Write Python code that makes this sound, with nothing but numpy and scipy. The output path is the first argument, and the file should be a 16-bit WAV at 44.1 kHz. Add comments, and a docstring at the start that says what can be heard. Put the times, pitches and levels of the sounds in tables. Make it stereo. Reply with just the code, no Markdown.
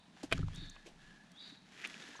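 """A faint rustle and a pop of mud come first; then a boot pats, slaps and rocks on wet quarry ground.
The impacts ring its hollow shaft and travel through the ground to shake the camera stand.
A foot settles in the mud, and wet legwear is tugged up the leg, its fibres catching, slipping, snapping.
A small bird repeats one rising whistle among echoing trees, and another chirps once.
Behind them a thin, far tone swells and fades in quiet outdoor air."""
import sys
import numpy as np
from scipy import signal
from scipy.fft import rfft, irfft
from scipy.io import wavfile

SR = 44100
rng = np.random.default_rng(int(sys.argv[2]) if len(sys.argv) > 2 else 0)


def inscribe(sig):
    """Save sig as 16-bit PCM at rate SR to the path in sys.argv[1].

    A 1-D sig is mono; a 2-D sig holds one channel per row.
    Samples are clipped to [-1, 1] before scaling.
    """
    pcm = np.round(np.clip(np.atleast_2d(sig).T, -1, 1) * 32767)
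    wavfile.write(sys.argv[1], SR, pcm.astype(np.int16))


N = 97020
T = np.arange(N) / SR

# spectrum of the outdoor air: frequency_hz, gain_db
AIR_SPECTRUM = [(15, -23), (25, -13), (96, -15), (182, 3), (500, -18.5), (741, -9.5), (1160, -16),
                (2250, -24), (3830, -22.5), (6500, -31.5), (9920, -33), (14000, -72)]
# left-right likeness of the air: frequency_hz, correlation
AIR_CORRELATION = [(60, 0.86), (290, 0.71), (630, 0), (1400, 0), (6000, 0.4), (14000, 0.059)]
# envelope of the rubbing cloth: time_s, level_db
RUB_ENVELOPE = [(0, -72.5), (.12, -74.5), (.21, -57.5), (.29, -67.5), (.35, -54), (.45, -65.5), (.55, -57),
                (.74, -65), (.82, -66.5), (.94, -70), (1.02, -64.5), (1.3, -69.5), (1.5, -59), (1.6, -71.5),
                (1.7, -63), (1.86, -52), (1.98, -54), (2.06, -53), (2.13, -54), (2.2, -60.5)]
# spectrum of the rubbing: frequency_hz, gain_db
RUB_SPECTRUM = [(80, -58), (220, 2.5), (500, -3), (1100, -4.5), (1700, 4), (2200, -1.5), (3600, -2),
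                (4800, -6.5), (7000, -8.5), (9300, -20), (10500, -17), (14000, -44.5)]
# left-right likeness of the cloth: frequency_hz, correlation
CLOTH_CORRELATION = [(100, 0.73), (300, 0.68), (630, 0), (1400, 0.33), (3000, 0.95), (6500, 0.36),
                     (14000, 0.16)]
# envelope of the cloth dragging over the calf: time_s, level_db
DRAG_ENVELOPE = [(1.68, -80), (1.77, -62), (1.82, -54), (1.86, -55), (1.9, -66), (1.98, -78)]
# spectrum of the drag: frequency_hz, gain_db
DRAG_SPECTRUM = [(700, -25), (1300, 7), (1800, 11), (2600, 12.5), (3300, 4), (6000, -23)]
# bird calls, the first heard only as an echo: start_s, level_db
BIRD_CALLS = [(-.35, -50.5), (0.508, -59.5), (1.331, -59)]
# contour of one call: offset_s, pitch_hz, level_db
CALL_CONTOUR = [(0, 3250, -12), (0.03, 3330, -2), (0.044, 3600, 5), (.058, 3880, 4), (.085, 3930, 3),
                (.112, 3760, 1), (.138, 3600, -3), (.152, 3550, -25)]
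# mud pops and drips: start_s, level_db, centre_hz, bandwidth_hz, decay_s, pan_db
MUD_POPS = [(0.168, -51.5, 950, 695, 0.004, -2), (0.377, -42, 1440, 300, 0.0038, -0.5),
            (.392, -49, 580, 443, 0.0047, -5), (0.379, -46.5, 4800, 6050, 0.0015, -7),
            (0.389, -47, 1370, 280, 0.0012, 5), (.429, -46.5, 1320, 276, 0.0023, -1),
            (0.484, -45, 950, 695, 0.00098, -7), (0.548, -53.5, 8060, 4000, 0.0024, -1),
            (0.559, -48.5, 6800, 2980, 0.0023, -6), (0.6973, -48, 6900, 2280, 0.0033, -0.5),
            (.763, -49.5, 1180, 700, 0.0025, -8.5), (.7635, -53.5, 2220, 910, 0.004, -6),
            (.862, -59.5, 2830, 1200, 0.028, -2), (.875, -47, 437, 496, 0.0011, -6),
            (1.318, -57.5, 6800, 6100, 0.0018, 2), (1.873, -50, 8600, 4000, 0.0022, -1),
            (2.151, -49.5, 950, 500, 0.0034, 0), (2.192, -44, 830, 480, 0.0037, -5)]
# soft contacts of boot, foot and cloth: start_s, squish_db, rise_s, decay_s, thump_db, thump_hz
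SOFT_CONTACTS = [(0.23, -45, 0.0026, 0.017, -36, 285), (.615, -87, 0.016, 0.01, -48.5, 293),
                 (.853, -55, 0.013, 0.035, -53, 390), (1.516, -83, 0.0066, 0.015, -51.5, 274),
                 (1.956, -76, .005, 0.011, -52.5, 233), (2.084, -54.5, 0.0068, 0.0072, -53.5, 290)]
# spectrum of a squish: frequency_hz, gain_db
SQUISH_SPECTRUM = [(70, -84), (150, -9.5), (350, 4.5), (680, 3), (1100, -8.5), (2000, -13), (3200, -8.5),
                   (6500, -11), (10000, -15), (14000, -35)]
# jolts that reach the stand through the ground: start_s, level_db, length_s
GROUND_JOLTS = [(0.243, -23.5, 0.0031), (0.324, -3, 0.0018), (.340, -1.5, 0.00089), (.378, -4, 0.0026),
                (0.392, 2.5, 0.0014), (0.431, -1.5, 0.0016), (.536, -11.5, 0.0025), (.572, -9, 0.0013),
                (0.616, -10, 0.0032), (0.922, -16.5, 0.021), (1.027, -15.5, 0.019)]
# modes of the stand: frequency_hz, left_db, right_db, t60_s
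STAND_MODES = [(26.2, -45.5, -36, 0.66), (54, -38, -31, 0.18), (75.1, -79, -39, 0.37),
               (99, -30.5, -31.5, 0.31), (151.7, -45, -31.5, 0.26), (169, -39, -31, 0.23),
               (269.8, -39.5, -39, 0.31), (356, -26.5, -24.5, 0.024)]
# impacts of the sole on mud: start_s, level_db, spatter_relative_db, spatter_decay_s
SOLE_IMPACTS = [(.3135, -43, 4, .004), (.3184, -25, -14, .002), (.3245, -14, -6.5, .0033),
                (.3290, -24, -6, .0035), (.3322, -29, -7, .004)]
# spectrum of the sole's clap: frequency_hz, gain_db
CLAP_SPECTRUM = [(70, 14), (160, -3.5), (690, 0), (950, -1), (1300, -1.5), (1900, -2.5), (2600, 7.5),
                 (6000, -19), (14000, -51)]
# spectrum of thrown mud: frequency_hz, gain_db
SPATTER_SPECTRUM = [(170, 4.5), (680, -15), (980, -3), (1350, -0.5), (2700, 7), (4400, -3.5), (5400, -12),
                    (9600, -12.5), (14000, -31)]
# modes of the boot's hollow shaft: frequency_hz, relative_to_clap_db, t60_s
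SHAFT_MODES = [(480, -27, .03), (660, -23, .045), (1250, -29, .035), (1520, -29, .03)]
# envelope of the far tone: time_s, level_db
FAR_TONE_ENVELOPE = [(.45, -94), (.6, -68.5), (.78, -65.5), (.92, -85), (1.1, -59.5), (1.2, -66.5),
                     (1.3, -75.5), (1.88, -98), (1.96, -64.5), (2.2, -56.5)]
# snaps of stretched legwear: start_s, level_db, pitch_hz
CLOTH_SNAPS = [(1.8425, -30.5, 2120), (1.8461, -40, 2600), (1.8493, -26, 2456), (1.8571, -32.5, 2410),
               (1.8605, -43, 2190), (1.9424, -38, 2550), (2.024, -45.5, 3530)]
# the second bird's chirp: start_s, length_s, from_hz, to_hz, level_db
FALLING_CHIRP = (2.153, .036, 7200, 5400, -59)
# phase difference of near sounds at the two microphone ports: frequency_hz, right_lead_rad
PORT_PHASE = [(1200, .2), (2200, -.15), (5500, .45), (7400, 1.2), (9000, 2.1), (14000, 2)]


def amp(db):
    """Amplitude grows tenfold for every 20 dB."""
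    return 10 ** (np.asarray(db) / 20)


def unit_rms(x):
    """Dividing by the rms gives unit mean power."""
    return x / np.sqrt(np.mean(x ** 2) + 1e-20)


def at_frequency(points, hz):
    """Interpolation on a logarithmic frequency axis."""
    knots_hz, values = np.transpose(points)
    return np.interp(np.log(hz + 1), np.log(knots_hz), values)


def envelope(points):
    """Straight lines in decibels give exponential swells and fades."""
    return amp(np.interp(T, *np.transpose(points)))


def pan(db):
    """A level difference, left minus right, places a source to one side."""
    return amp([[db / 2], [-db / 2]])


def add(mix, start_s, sound):
    """Superposition: a stereo sound adds to the mix from its start time."""
    at = round(start_s * SR)
    sound = sound[:, max(-at, 0):]
    part = mix[:, max(at, 0):][:, :sound.shape[1]]
    part += sound[:, :part.shape[1]]


def impulse_response(spectrum, size=2048):
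    """The Hilbert transform of log gain gives the phase of a causal response, here of unit energy."""
    log_gain = np.log(amp(at_frequency(spectrum, abs(np.fft.fftfreq(size, 1 / SR)))))
    response = np.fft.ifft(np.exp(np.conj(signal.hilbert(log_gain)))).real[:size // 2]
    return response / np.linalg.norm(response)


def convolve(x, response):
    """A linear system convolves its input with its impulse response."""
    return signal.fftconvolve(x, np.atleast_2d(response), axes=1)[:, :x.shape[1]]


def correlate(pair, correlation):
    """A shared component makes two independent channels partly alike."""
    shared = np.clip(correlation, -1, 1)
    return np.array([pair[0], shared * pair[0] + np.sqrt(1 - shared ** 2) * pair[1]])


def noise(size, correlation=0):
    """White noise has a flat mean spectrum; correlation narrows its stereo image."""
    return correlate(rng.standard_normal((2, size)), correlation)


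def shaped(x, spectrum, correlation):
    """Weighting each frequency sets the colour and width of a noise, at unit rms."""
    hz = np.fft.rfftfreq(N, 1 / SR)
    bins = correlate(rfft(x), at_frequency(correlation, hz))
    return unit_rms(irfft(bins * amp(at_frequency(spectrum, hz)), N))


def wander(rate_hz):
    """Low-passed noise fluctuates mostly below its corner frequency."""
    rolloff = (1 + (np.fft.rfftfreq(N, 1 / SR) / rate_hz) ** 2) ** 2
    return unit_rms(irfft(rfft(rng.standard_normal(N)) / rolloff, N))


def damping(t, t60_s):
    """Exponential decay loses 60 dB in each t60."""
    return np.exp(-np.log(1000) * t / t60_s)


def echoes(t60_s, build_s):
    """Diffuse reverberation: scattered reflections build up and die away."""
    tail = noise(SR) * (1 - np.exp(-T[:SR] / build_s)) * damping(T[:SR], t60_s)
    return tail / np.linalg.norm(tail[0])


def air(level_db=-63, swell_db=.6):
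    """Ambient noise: a broad, gently swelling spectrum whose low peak is heard as a distant hum."""
    swell = amp(swell_db * wander(rate_hz=4))
    return shaped(noise(N), AIR_SPECTRUM, AIR_CORRELATION) * amp(level_db) * swell * pan(-1)


def cloth_rustle(slips_per_s=1300, spread_db=4, click_share=.51, flutter_db=1.16):
    """Stick-slip friction: wet fibres release in dense clicks, and the drag over the calf adds a rasp."""
    strength = amp(spread_db * np.minimum(rng.exponential(1, (2, N)), 5))
    slipping = rng.random((2, N)) < slips_per_s / SR
    clicks = strength * slipping * rng.choice([-1, 1], (2, N))
    friction = click_share * unit_rms(clicks) + (1 - click_share) * noise(N)
    rub = shaped(friction, RUB_SPECTRUM, CLOTH_CORRELATION) * envelope(RUB_ENVELOPE)
    drag = shaped(noise(N), DRAG_SPECTRUM, CLOTH_CORRELATION) * envelope(DRAG_ENVELOPE)
    return (rub + drag) * amp(flutter_db * wander(rate_hz=47)) * pan(-2)


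def bird_whistle(rough_after_s=.056, warble_depth=.036, upper_ratio=1.14, upper_db=-3):
    """Random frequency modulation roughens a rising whistle as a second voice joins; trees echo both."""
    out, t = np.zeros((2, N)), T[:SR]
    offset_s, pitch_hz, contour_db = np.transpose(CALL_CONTOUR)
    pitch = np.interp(t, offset_s, pitch_hz)
    loudness = amp(np.interp(t, offset_s, contour_db)) * (t < offset_s[-1])
    roughness = np.clip((t - rough_after_s) / .01, 0, 1)
    for start_s, level_db in BIRD_CALLS:
        call = np.zeros(SR)
        for ratio, gain in (1, 1), (upper_ratio, amp(upper_db) * roughness):
            warble = 1 + warble_depth * roughness * wander(rate_hz=130)[:SR]
            call += loudness * gain * np.sin(2 * np.pi * np.cumsum(ratio * pitch * warble) / SR)
        trees = convolve(echoes(t60_s=.47, build_s=.025), call)
        add(out, start_s, amp(level_db) * (.8 * call + 2 * trees))
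    return out * pan(4)


def mud_pops(size=2048, spray_gain=.42):
    """Impulse excitation: a pocket of mud bursts, and its click and spray ring one broad resonance."""
    out, t = np.zeros((2, N)), T[:size]
    for start_s, level_db, centre_hz, bandwidth_hz, decay_s, pan_db in MUD_POPS:
        burst = spray_gain * noise(size, correlation=.33) * np.exp(-t / decay_s)
        burst[:, 0] += 1  # the click
        resonance = t * np.exp(-np.pi * bandwidth_hz * t) * np.sin(2 * np.pi * centre_hz * t)
        pop = convolve(burst, resonance)
        rms_over_decay = np.sqrt(np.mean(pop ** 2) * t[-1] / decay_s)
        add(out, start_s, amp(level_db) * pan(pan_db) * pop / rms_over_decay)
    return out


def soft_pats(size=8192, thump_rise_s=.004, thump_lag_s=.0065):
    """Cushioned impact: each contact gives a grainy squish and a heavily damped, hollow thump."""
    out, t, response = np.zeros((2, N)), T[:size], impulse_response(SQUISH_SPECTRUM)
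    for start_s, squish_db, rise_s, decay_s, thump_db, thump_hz in SOFT_CONTACTS:
        grains = noise(size, correlation=.78) * unit_rms(rng.exponential(1, size))
        contact = np.minimum(t / rise_s, 1) * np.exp(-np.maximum(t - rise_s, 0) / decay_s)
        squish = convolve(grains * contact, response)
        age = np.maximum(t - thump_lag_s, 0) / thump_rise_s
        thump = age * np.exp(1 - age) * np.sin(2 * np.pi * thump_hz * t)
        add(out, start_s, amp(squish_db) * squish + amp(thump_db) * thump)
    return out * pan(-1.5)


def camera_stand(size=2048, rise_s=.0049, skew_rad=1.63):
    """Modal vibration: short jolts ring the stand's low modes, while slow pushes only sway it."""
    force = np.zeros((2, N))
    for start_s, level_db, length_s in GROUND_JOLTS:
        push = np.sin(np.pi * np.minimum(T[:size] / length_s, 1)) ** 2
        add(force, start_s, amp(level_db) * np.ones((2, 1)) * push / push.sum())
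    phase = np.array([[0], [skew_rad]])  # the two microphones feel the shaking out of step
    modes = sum(amp([[left_db], [right_db]]) * damping(T, t60_s) * np.cos(2 * np.pi * hz * T + phase)
                for hz, left_db, right_db, t60_s in STAND_MODES)
    return convolve(force, modes * (1 - np.exp(-T / rise_s)))


def boot_slaps(size=4096, rebound_s=.001044, rebound_share=.68, cushion_s=.00006, spatter_rise_s=.001):
    """Impact and cavity resonance: each clap of the sole rings the hollow shaft and throws a spatter."""
    out, t, hz = np.zeros((2, N)), T[:size], np.fft.rfftfreq(size, 1 / SR)
    rebound = 1 - rebound_share * np.exp(-2j * np.pi * hz * rebound_s)  # the sole springs back
    cushion = 1 / (1 + 2j * np.pi * hz * cushion_s)  # mud softens the treble
    clap = irfft(rfft(impulse_response(CLAP_SPECTRUM), size) * rebound * cushion, size)
    shaft = sum(amp(db) * damping(t, t60_s) * np.sin(2 * np.pi * mode_hz * t)
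                for mode_hz, db, t60_s in SHAFT_MODES)
    slap = clap / abs(clap).max() + shaft
    wet_response = impulse_response(SPATTER_SPECTRUM)
    for start_s, level_db, spatter_db, decay_s in SOLE_IMPACTS:
        spray = noise(size, correlation=.46) * np.minimum(t / spatter_rise_s, 1) * np.exp(-t / decay_s)
        add(out, start_s, amp(level_db) * (slap + amp(spatter_db) * convolve(spray, wet_response)))
    return out * pan(-4)


def far_tone(pitch_hz=1693, bandwidth_hz=115):
    """Spectral broadening: distance blurs a high tone into a narrow, wavering band."""
    detuning = 2 * (np.fft.rfftfreq(N, 1 / SR) - pitch_hz) / bandwidth_hz
    band = irfft(rfft(noise(N, correlation=.48)) / (1 + detuning ** 2), N)
    return unit_rms(band) * envelope(FAR_TONE_ENVELOPE)


def cloth_snaps(size=1024, rise_s=.00049, fizz_db=-16.5, fizz_decay_s=.0075):
    """Elastic release: stretched cloth lets go in jerks of a few cycles, each with a little fizz."""
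    out, t, response = np.zeros((2, N)), T[:size], impulse_response(RUB_SPECTRUM)
    age = t / rise_s
    for start_s, level_db, pitch_hz in CLOTH_SNAPS:
        jerk = age * np.exp(1 - age) * np.sin(2 * np.pi * pitch_hz * t)
        fizz = convolve(noise(size, correlation=.91) * np.exp(-t / fizz_decay_s), response)
        add(out, start_s, amp(level_db) * (jerk + amp(fizz_db) * fizz))
    return out * pan(-3.5)


def bird_chirp():
    """A linear frequency sweep: the second bird's thin tone falls under a half-sine envelope."""
    start_s, length_s, from_hz, to_hz, level_db = FALLING_CHIRP
    progress = np.clip((T - start_s) / length_s, 0, 1)
    phase = 2 * np.pi * np.cumsum(from_hz + (to_hz - from_hz) * progress) / SR
    return amp(level_db) * np.sin(np.pi * progress) * np.sin(phase) * pan(1)


def microphone_ports(x):
    """Phase difference: the two ports receive near sounds out of step, most of all in the treble."""
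    lead_rad = at_frequency(PORT_PHASE, np.fft.rfftfreq(N, 1 / SR))
    return irfft(rfft(x) * np.exp(1j * lead_rad * np.array([[-.5], [.5]])), N)


def scene():
    """Superposition of the near sounds, their faint quarry echo, the stand and the distant sources."""
    near = microphone_ports(boot_slaps() + soft_pats() + mud_pops() + cloth_rustle() + cloth_snaps())
    quarry = amp(-24) * convolve(near, echoes(t60_s=.2, build_s=.003))
    return near + quarry + camera_stand() + bird_whistle() + bird_chirp() + far_tone() + air()


def record(dry):
    """Band limiting: a linear-phase low-pass filter removes the highest treble."""
    cutoff_hz = 14400
    low_pass = signal.firwin(255, cutoff_hz, window=("kaiser", 9), fs=SR)
    return signal.oaconvolve(dry, low_pass[None], "same")


dry = scene()
out = record(dry)
inscribe(out)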